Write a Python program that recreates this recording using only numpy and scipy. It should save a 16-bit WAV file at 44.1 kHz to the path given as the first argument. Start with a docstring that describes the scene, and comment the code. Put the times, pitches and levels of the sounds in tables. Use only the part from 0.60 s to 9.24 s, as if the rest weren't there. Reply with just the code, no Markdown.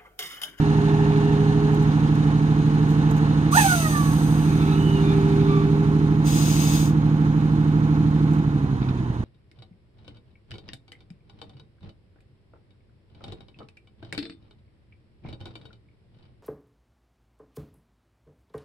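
"""A large engine idles fast at a boat ramp and runs down near the end, its six cylinders beating in the
exhaust over clatter and fan hiss. Farther up the ramp the tow vehicle mutters. A hydraulic pump whines,
loose fittings rattle and water ticks against the hull. An air brake dumps, its squeal falling with the
pressure; the linings rub and squeak, and a valve vents a second time.
Open air, heard through two closely spaced microphone ports."""
import sys
import numpy as np
from scipy import signal
from scipy.fft import rfft, irfft
from scipy.io import wavfile

SR = 44100
rng = np.random.default_rng(int(sys.argv[2]) if len(sys.argv) > 2 else 0)


def store_pcm(level_fs):
    """Save levels as 16-bit WAV."""
    pcm = np.round(np.clip(level_fs, -1, 1) * 32767).astype(np.int16)
    wavfile.write(sys.argv[1], SR, np.atleast_2d(pcm).T)


N = 381024
T = np.arange(N) / SR
HZ = np.fft.rfftfreq(N, 1 / SR)

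# engine speed before the run-down: time_s, four_stroke_cycles_per_s
ENGINE_SPEED = [(0, 12.68), (2.65, 12.6895), (3.2, 12.8287), (4.2, 12.8347), (5.2, 12.7443), (7.7, 12.7401)]
# the six exhaust blows: place_in_cycle (0-1), strength (factor)
BLOWS = [(0.033, 0.58), (0.209, 0.85), (0.378, 0.71), (.537, 0.34), (0.712, 0.66), (0.874, 0.28)]
# load on the machinery, easing as the rig comes to rest: time_s, load_db
MACHINE_LOAD = [(0, 0), (1.3, -1.6), (2, -2.5), (2.8, -2), (4.5, -2), (5.3, -5.5), (6.5, -7.5), (8.64, -8)]
# noise of rubbing linings and rattling metal: frequency_hz, level_db, left_minus_right_db
METAL_SPECTRUM = [(900, -16.5, -3.5), (1300, 8.5, 10.5), (1900, -9.5, -17.5), (2390, 5, -9.5),
                  (2950, -10.5, -1.5), (3600, 1, 1.5), (4500, -9, 9.5), (5930, -18.5, 8), (10000, -53.5, 1)]
CLOSE_S, SHUT_S = 7.79, 0.03  # the throttle starts to close; time it takes to shut
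DUMP_S, DUMP_RISE_S, DRAIN_S = 2.908, .067, .245  # brake valve opens; jet builds; pressure time constant


def amp(db):
    """Decibels as an amplitude factor."""
    return 10 ** (np.asarray(db) / 20)


def unit(x):
    """The signal scaled to rms 1."""
    return x / np.sqrt(np.mean(x ** 2) + 1e-20)


def curve(rows):
    """A table as a line through time."""
    return np.interp(T, *np.transpose(rows))


def since(start):
    """Seconds gone since a moment, zero before it."""
    return np.maximum(T - start, 0)


def progress(start, length):
    """Runs from 0 to 1 over an event."""
    return np.clip((T - start) / length, 0, 1)


def gate(start, length, attack, release):
    """Smooth attack, hold and release, timed in seconds."""
    fade_in = np.sin(np.pi / 2 * progress(start, attack))
    fade_out = np.cos(np.pi / 2 * progress(start + length - release, release))
    return (fade_in * fade_out) ** 2


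def bell(peak_s, half_width_s):
    """A rounded swell of height 1."""
    return np.exp(-((T - peak_s) / half_width_s) ** 2)


def bursts(rows, rise_share=0.59):
    """Envelope of small events that swell quickly and die away."""
    return sum(amp(db) * np.exp(-np.maximum(T - s, (s - T) / rise_share) / decay)
               for s, db, decay in rows)


def wander(rate_hz):
    """Smooth random drift of rms 1."""
    return unit(irfft(rfft(rng.standard_normal(N)) * np.exp(-(HZ / rate_hz) ** 2), N))


def tone(hz, jitter, jitter_hz):
    """A sine of rms 1 whose pitch trembles."""
    trembling_hz = hz * (1 + jitter * wander(jitter_hz))
    return np.sqrt(2) * np.sin(2 * np.pi * np.cumsum(trembling_hz) / SR)


def colour(rows, column=1):
    """One column of a table across log frequency."""
    columns = np.transpose(rows)
    return np.interp(np.log(HZ + 1), np.log(columns[0] + 1), columns[column])


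def shaped(x, spectrum):
    """The signal filtered by a spectrum, at rms 1."""
    return unit(irfft(rfft(x) * amp(colour(spectrum)), N))


def lift_db(bands):
    """Gain of a set of peaks and notches across frequency."""
    return sum(db * np.exp(-(2 * (HZ - centre) / width) ** 2) for centre, width, db in bands)


def ringing(x, modes):
    """Lifts the sound around each resonance."""
    return irfft(rfft(x) * amp(lift_db(modes)), N)


def reflected(x):
    """Short echoes comb the sound into narrow ridges."""
    # returns off hull, ramp and dock: delay_s, strength (factor)
    echoes = [(.0008, 0.14), (.0027, 0.25), (.0061, 0.23), (0.0112, .2), (.019, 0.16)]
    comb = 1 + sum(strength * np.exp(-2j * np.pi * HZ * delay) for delay, strength in echoes)
    return irfft(rfft(x) * comb, N)


def microphone(x, balance_db, diffuse=True):
    """The left side hears later and wide noise is only partly alike in the two; above about 11 kHz the two
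    sides are made nearly the same."""
    # likeness and lag of left and right: frequency_hz, coherence (0-1), left_lag_rad
    likeness = [(0, .92, 0), (150, .97, .24), (400, .93, .62), (750, .88, 1.1), (1100, .87, 1.7),
                (1500, .85, 2.4), (2070, .7, 3), (2550, .67, 5.2), (4600, .6, 10.5), (6300, .5, 17.5),
                (8100, .45, 16.7), (11800, .99, 18.85)]
    hz, coherence, lag = np.transpose(likeness)
    right = rfft(x)
    left = right * np.exp(-1j * np.interp(HZ, hz, lag))
    if diffuse:
        alike = np.interp(HZ, hz, coherence)
        scattered = abs(right) * np.exp(2j * np.pi * rng.random(len(HZ)))
        left = alike * left + np.sqrt(1 - alike ** 2) * scattered
    tilt = amp(balance_db)  # left over right
    return irfft(np.array([left * tilt, right]) * np.sqrt(2 / (1 + tilt ** 2)), N)


def hiss(spectrum):
    """Coloured noise with its echoes, rms 1 across left and right."""
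    noise = shaped(reflected(rng.standard_normal(N)), spectrum)
    return microphone(noise, colour(spectrum, column=2))


def load_db(full_load_db, db_per_load_db):
    """A layer's level as it follows the load."""
    return full_load_db + db_per_load_db * curve(MACHINE_LOAD)


def run_down_db(step_db=-3.5, fade_db_per_s2=-11.5):
    """The engine drops a step as the throttle shuts, then fades ever faster."""
    return step_db * progress(CLOSE_S, SHUT_S) + fade_db_per_s2 * since(CLOSE_S) ** 2


def dip_db():
    """The level of both engines dips briefly."""
    return -4.5 * bell(peak_s=3.166, half_width_s=0.22)


def exhaust(cycles, pipe_echo=0.067, loose_db=-32, bark_db=-22, bark_width_cycles=0.013):
    """Six unequal push-pull blows a cycle set the phase of each order; the pipe sets its strength."""
    # what the pipe lets out: multiple_of_cycle_rate, level_db
    orders = [(3, -48.5), (4, -50), (5, -45), (6, -41.5), (7, -82.5), (9, -32.5), (10, -49.5), (11, -38),
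              (12, -19.5), (13, -31), (14, -39), (15, -39.5), (16, -30.5), (17, -39.5), (18, -32.5),
              (19, -37.5), (20, -48.5), (21, -37.5), (22, -31.5), (23, -30), (24, -46), (25, -36.5),
              (26, -45.5), (27, -50), (28, -68), (30, -52), (31, -59.5), (33, -54), (34, -55.5), (35, -43),
              (36, -66), (37, -63.5)]
    place, strength = np.transpose(BLOWS)
    crank = cycles + 0.0025 * wander(52)  # uneven timing
    loose = np.minimum(0.31 * since(CLOSE_S), 1)  # without drive the boom drains and the orders even out
    drone = np.zeros(N)
    for k, db in orders:
        blows = 1j * np.sum(strength * np.exp(-2j * np.pi * k * place))
        blows *= 1 + pipe_echo * np.exp(-1j * np.pi * k / len(place))  # each returns halfway to the next
        level = amp(db + loose * (loose_db - db))
        drone += np.sqrt(2) * level * np.cos(2 * np.pi * k * crank + np.angle(blows))
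    drone *= amp(load_db(-0.35, 0.018) + run_down_db() + dip_db() + 0.25 * wander(55))
    # one cylinder still barks after the throttle shuts
    offset = ((crank - place[2] + .5) % 1 - .5) / bark_width_cycles
    bark = -offset * np.exp((1 - offset ** 2) / 2) * amp(bark_db) * progress(CLOSE_S, SHUT_S)
    return microphone(drone + bark, balance_db=-2.9, diffuse=False)


def clatter(cycles, repeat_share=0.73, throb=0.019, sway=.09, lag_cycles=0.073):
    """Valve gear and gas rush, partly repeating each cycle, swell with each firing and crank turn."""
    # mechanical noise: frequency_hz, level_db
    spectrum = [(300, -30), (450, 0), (580, -12), (690, -3.5), (750, -2), (815, 0), (930, 0.5),
                (1060, -6.5), (1200, -7), (1400, -7), (1750, -11), (2100, -15), (4000, -32), (8000, -48)]
    pattern = rng.standard_normal(round(SR / ENGINE_SPEED[0][1]))
    gear_slack = .0012 * wander(9)
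    locked = np.interp((cycles + gear_slack) % 1, np.linspace(0, 1, len(pattern)), pattern)
    drive = repeat_share * unit(locked) + (1 - repeat_share) * reflected(rng.standard_normal(N))
    firing = np.cos(2 * np.pi * len(BLOWS) * (cycles - BLOWS[0][0] - lag_cycles))
    crank = np.cos(4 * np.pi * (cycles - BLOWS[2][0]))
    db = load_db(-36, 0.31) + 0.56 * run_down_db() + 0.47 * dip_db() + 0.8 * wander(15)
    swell = (1 + throb * firing + sway * crank) * amp(db)
    return microphone(shaped(drive, spectrum), balance_db=-6) * swell


def cooling_wash(cycles, throb=0.11):
    """Fan and cooling water hiss, pulsing lightly with each crank turn."""
    # the hiss: frequency_hz, level_db, left_minus_right_db
    spectrum = [(500, -3, 31), (1320, 6, 21), (2220, 1, 5.5), (2850, -2, 2.5), (4300, 2, 4.5),
                (4500, -8, 7), (4770, -7, -1.5), (5440, -10.5, 23.5), (6730, -4.5, 6), (7840, -24.5, -6.5),
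                (7680, -9, 5), (9820, -18.5, -4), (11000, -35.5, 6), (14400, -29.5, 7.5), (16000, -39, -5)]
    pulse = 1 + throb * np.cos(4 * np.pi * (cycles - .25))
    return hiss(spectrum) * pulse * amp(load_db(-41.5, 0.89) + 0.38 * run_down_db() + .5 * wander(28))


def engine(slowing_hz_per_s=3.81):
    """One crank drives exhaust, clatter and wash, losing speed evenly once the throttle closes."""
    # resonances of the engine covers: centre_hz, width_hz, gain_db
    covers = [(660, 66, 1.5), (866, 50, 1), (1040, 110, 3.5), (1700, 70, 0.5), (3063, 240, 5)]
    cycles = np.cumsum(curve(ENGINE_SPEED) - slowing_hz_per_s * since(CLOSE_S)) / SR
    return exhaust(cycles) + ringing(clatter(cycles) + cooling_wash(cycles), covers)


def tow_engine(rumble_db=-33, waver_db=0.5):
    """A slower engine farther up the ramp: wavering low tones in a rumble."""
    # tones of its idle: pitch_hz, level_db
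    idle_tones = [(46, -46.5), (59.5, -37.5), (76, -38.5), (91.5, -37.5), (120, -36)]
    # its rumble: frequency_hz, level_db
    spectrum = [(15, -31.5), (28, -26.5), (42, -12), (62, -8), (100, -16), (130, 9.5), (230, -3), (310, 8),
                (365, -0.5), (450, -9.5), (560, -15), (1200, -73.5)]
    idle = sum(amp(db) * tone(hz, jitter=0.01385, jitter_hz=7.4) * amp(waver_db * wander(4))
               for hz, db in idle_tones)
    idle *= amp(load_db(0.45, 0.24) + dip_db())
    rumble = amp(rumble_db) * shaped(rng.standard_normal(N), spectrum)
    return microphone(idle, balance_db=-4, diffuse=False) + microphone(rumble, balance_db=-1)


def tow_fan():
    """Air from the tow vehicle's fan makes a hollow rush while the vehicle is loaded."""
    # broad resonances: centre_hz, width_hz, gain_db
    resonances = [(775, 170, 0), (906, 140, -0.5), (1735, 200, -3), (2800, 150, -10)]
    gain = sum(amp(db) * np.exp(-2 * ((HZ - hz) / width) ** 2) for hz, width, db in resonances)
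    air = unit(irfft(rfft(rng.standard_normal(N)) * gain, N))
    return microphone(air, balance_db=-3) * amp(load_db(-35, 3.7) + 1.6 * wander(11))


def pump(edge_s=0.23, creep_power=1.5):
    """A hydraulic pump sings while it is loaded: each whine swells, eases and creeps up in pitch."""
    # whines, the middle one faint: start_s, length_s, first_hz, last_hz, level_db, swell_db, jitter_share
    whines = [(-.2, 1.6, 407.7, 415.6, -27, 3.5, 0.0024), (1.295, 1.87, 422, 445, -38, 5.5, .03),
              (3.748, 2, 394, 408.4, -26.5, 10, .0022)]
    singing = np.zeros(N)
    for start, length, first_hz, last_hz, db, swell_db, jitter in whines:
        along = progress(start, length)
        hz = first_hz + (last_hz - first_hz) * along ** creep_power
        envelope = gate(start, length, edge_s, edge_s) * amp(db - swell_db * np.cos(np.pi * along) ** 2)
        singing += tone(hz, jitter, jitter_hz=22.1) * envelope
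    return microphone(singing * amp(1.2 * wander(40)), balance_db=-.5, diffuse=False)


def fittings(chatter_db=3.4):
    """Loose metal chatters briefly."""
    # rattles: peak_s, level_db, decay_s
    rattles = [(.29, -46, .035), (.55, -43, .07), (6.8, -48, .025), (7.225, -50, .012), (8.232, -43, .016),
               (8.29, -42.5, .012), (8.378, -47, .014)]
    return hiss(METAL_SPECTRUM) * bursts(rattles) * amp(chatter_db * wander(150))


def water(spatter_db=3.4):
    """Small splashes tick against the hull."""
    # splashes: peak_s, level_db, decay_s
    ticks = [(1.147, -46, .0044), (1.229, -51, .008), (1.554, -49, .0035), (2.308, -53, .035),
             (2.513, -43.5, .006), (2.573, -48, .014), (7.735, -58, .025)]
    # their spray: frequency_hz, level_db, left_minus_right_db
    spectrum = [(3000, -23, 4), (6500, 7, 6), (9000, -0.5, 0), (12000, -10, -6), (14500, -2, 2),
                (16000, -15, -5)]
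    return hiss(spectrum) * bursts(ticks) * amp(spatter_db * wander(400))


def air_dump(blast_db=-24.5, leak_db=-35.5, leak_db_per_s=-14):
    """The brake valve opens: the jet hisses and squeals as pressure drains, and a slower leak lingers."""
    # the jet: frequency_hz, level_db, left_minus_right_db
    spectrum = [(400, -38, -13), (900, -12, 18.5), (2200, -5.5, -10), (2760, -4.5, 2.5), (4260, -0.5, 6),
                (4760, -3, -1), (5700, -9.5, 6), (6050, 5.5, 15), (7740, -10.5, -8.5), (7900, 3, 4.5),
                (11100, -8, -14), (12000, -13.5, 7), (14300, -6.5, 2.5), (15500, -19.5, 0)]
    opened, draining_s = progress(DUMP_S, DUMP_RISE_S), since(DUMP_S + DUMP_RISE_S)
    air_left = np.exp(-draining_s / DRAIN_S)
    blast = amp(blast_db) * air_left ** 1.45
    leak = amp(leak_db + leak_db_per_s * draining_s)
    jet = hiss(spectrum) * opened * (blast + leak) * amp(0.55 * wander(40))
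    return jet + valve_squeal(opened ** 1.6 * air_left, air_left)


def valve_squeal(pressure, air_left, empty_hz=511, full_hz=895, length_s=.71, flutter_db=1.1):
    """Pitch and strength sink with the pressure; the partials sweep through fixed peaks and notches."""
    # harmonics before colouring; the octave speaks first, the others need a full jet: level_db, late_s
    partials = [(-30.5, 0.028), (-30, 0.0062), (-36, 0.043), (-42.5, 0.025)]
    # peaks and notches where the gliding squeal flares or breaks: centre_hz, width_hz, gain_db
    squeal_colour = [(560, 70, -12), (700, 55, 7), (735, 14, -4), (785, 40, 13.5), (887, 117, 20),
                     (1173, 170, 10.5), (1220, 33, -11), (1265, 29, 9.5), (1335, 13, -9), (1445, 144, 12),
                     (1750, 180, 14.5), (1900, 60, 15), (2550, 180, 5.5), (3380, 160, 2)]
    hz = empty_hz + (full_hz - empty_hz) * pressure
    jitter = .006 + .028 * pressure  # the harder the jet, the rougher the squeal
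    phase = 2 * np.pi * np.cumsum(hz * (1 + jitter * wander(530))) / SR
    colour_db, squeal = lift_db(squeal_colour), np.zeros(N)
    for k, (db, late) in enumerate(partials, 1):
        envelope = gate(DUMP_S + late, length_s - late, attack=.022, release=.11)
        level = amp(db + np.interp(k * hz, HZ, colour_db))
        squeal += np.sqrt(2) * level * envelope * np.sin(k * phase)
    squeal *= air_left ** 0.92 * amp(flutter_db * wander(93))
    return microphone(reflected(squeal), balance_db=-6.5, diffuse=False)


def brake_shoes(chatter_db=1.5):
    """Linings rub on the drums and catch into rough squeaks, which arch in pitch and level."""
    # swells of drag: peak_s, half_width_s, level_db
    drags = [(4.02, 0.19, -42), (4.5, 0.16, -44.5), (4.9, .22, -43.5)]
    # squeaks: start_s, length_s, first_hz, last_hz, arch_hz, level_db, overtone_db
    catches = [(3.967, 0.29, 1286, 1300, 7.5, -41.5, -9), (4.123, .34, 2830, 2750, 180, -40.5, -27),
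               (4.41, 0.157, 1200, 1193, 3.7, -47, 1), (4.853, .21, 1168, 1135, 13.7, -33, -18)]
    rub = hiss(METAL_SPECTRUM) * sum(amp(db) * bell(s, width) for s, width, db in drags)
    squeaks = np.zeros(N)
    for start, length, first_hz, last_hz, arch_hz, db, overtone_db in catches:
        along = progress(start, length)
        arch = np.sin(np.pi * along)
        hz = first_hz + (last_hz - first_hz) * along + arch_hz * arch
        overtones = sum(tone(k * hz, jitter=0.0081, jitter_hz=205) for k in (2, 3))
        fundamental = tone(hz, jitter=0.0177, jitter_hz=213)
        squeaks += amp(db) * arch * (fundamental + amp(overtone_db) * overtones)
    return (rub + microphone(squeaks, balance_db=-4.3, diffuse=False)) * amp(chatter_db * wander(44))


def air_vent(start_s=5.63, level_db=-32.5, growth_db_per_s=4):
    """A second release of air rings in its pipe and grows slightly louder before it stops."""
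    # the escaping air: frequency_hz, level_db, left_minus_right_db
    spectrum = [(1960, -5.5, -0.5), (2200, -5, -4), (3670, -4, 2), (4300, -3.5, 2), (4800, -5.5, 0),
                (5400, -8, 10), (6360, 0, 11), (7080, 0.5, 3), (7440, -17, -1), (7800, -3.5, 9),
                (9280, -9.5, -7), (12000, -20, 9), (14200, -10, 0), (15500, -17.5, 3)]
    # resonances of the pipe: centre_hz, width_hz, gain_db
    pipe = [(3600, 200, 2.5), (5070, 190, 6.1), (6350, 300, 2.2), (8050, 240, 4.2)]
    envelope = gate(start_s, length=0.732, attack=0.057, release=0.24)
    db = level_db + growth_db_per_s * since(start_s) + 0.55 * wander(40)
    return ringing(hiss(spectrum), pipe) * envelope * amp(db)


def scene():
    """The ramp at the microphone: the engine, the tow vehicle beyond it, the water and the brakes."""
    machinery = engine() + tow_engine() + tow_fan() + pump() + fittings()
    return machinery + water() + air_dump() + brake_shoes() + air_vent()


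def record(dry, knee=.65, headroom=.25, edge_hz=15750):
    """The recorder rounds off only the highest peaks, then cuts the top of the treble."""
    held = np.clip(dry, -knee, knee)
    rounded = held + headroom * np.tanh((dry - held) / headroom)
    lowpass = signal.firwin(511, edge_hz, window=("kaiser", 9), fs=SR)
    return signal.oaconvolve(rounded, lowpass[None], "same")


dry = scene()
out = record(dry)
store_pcm(out)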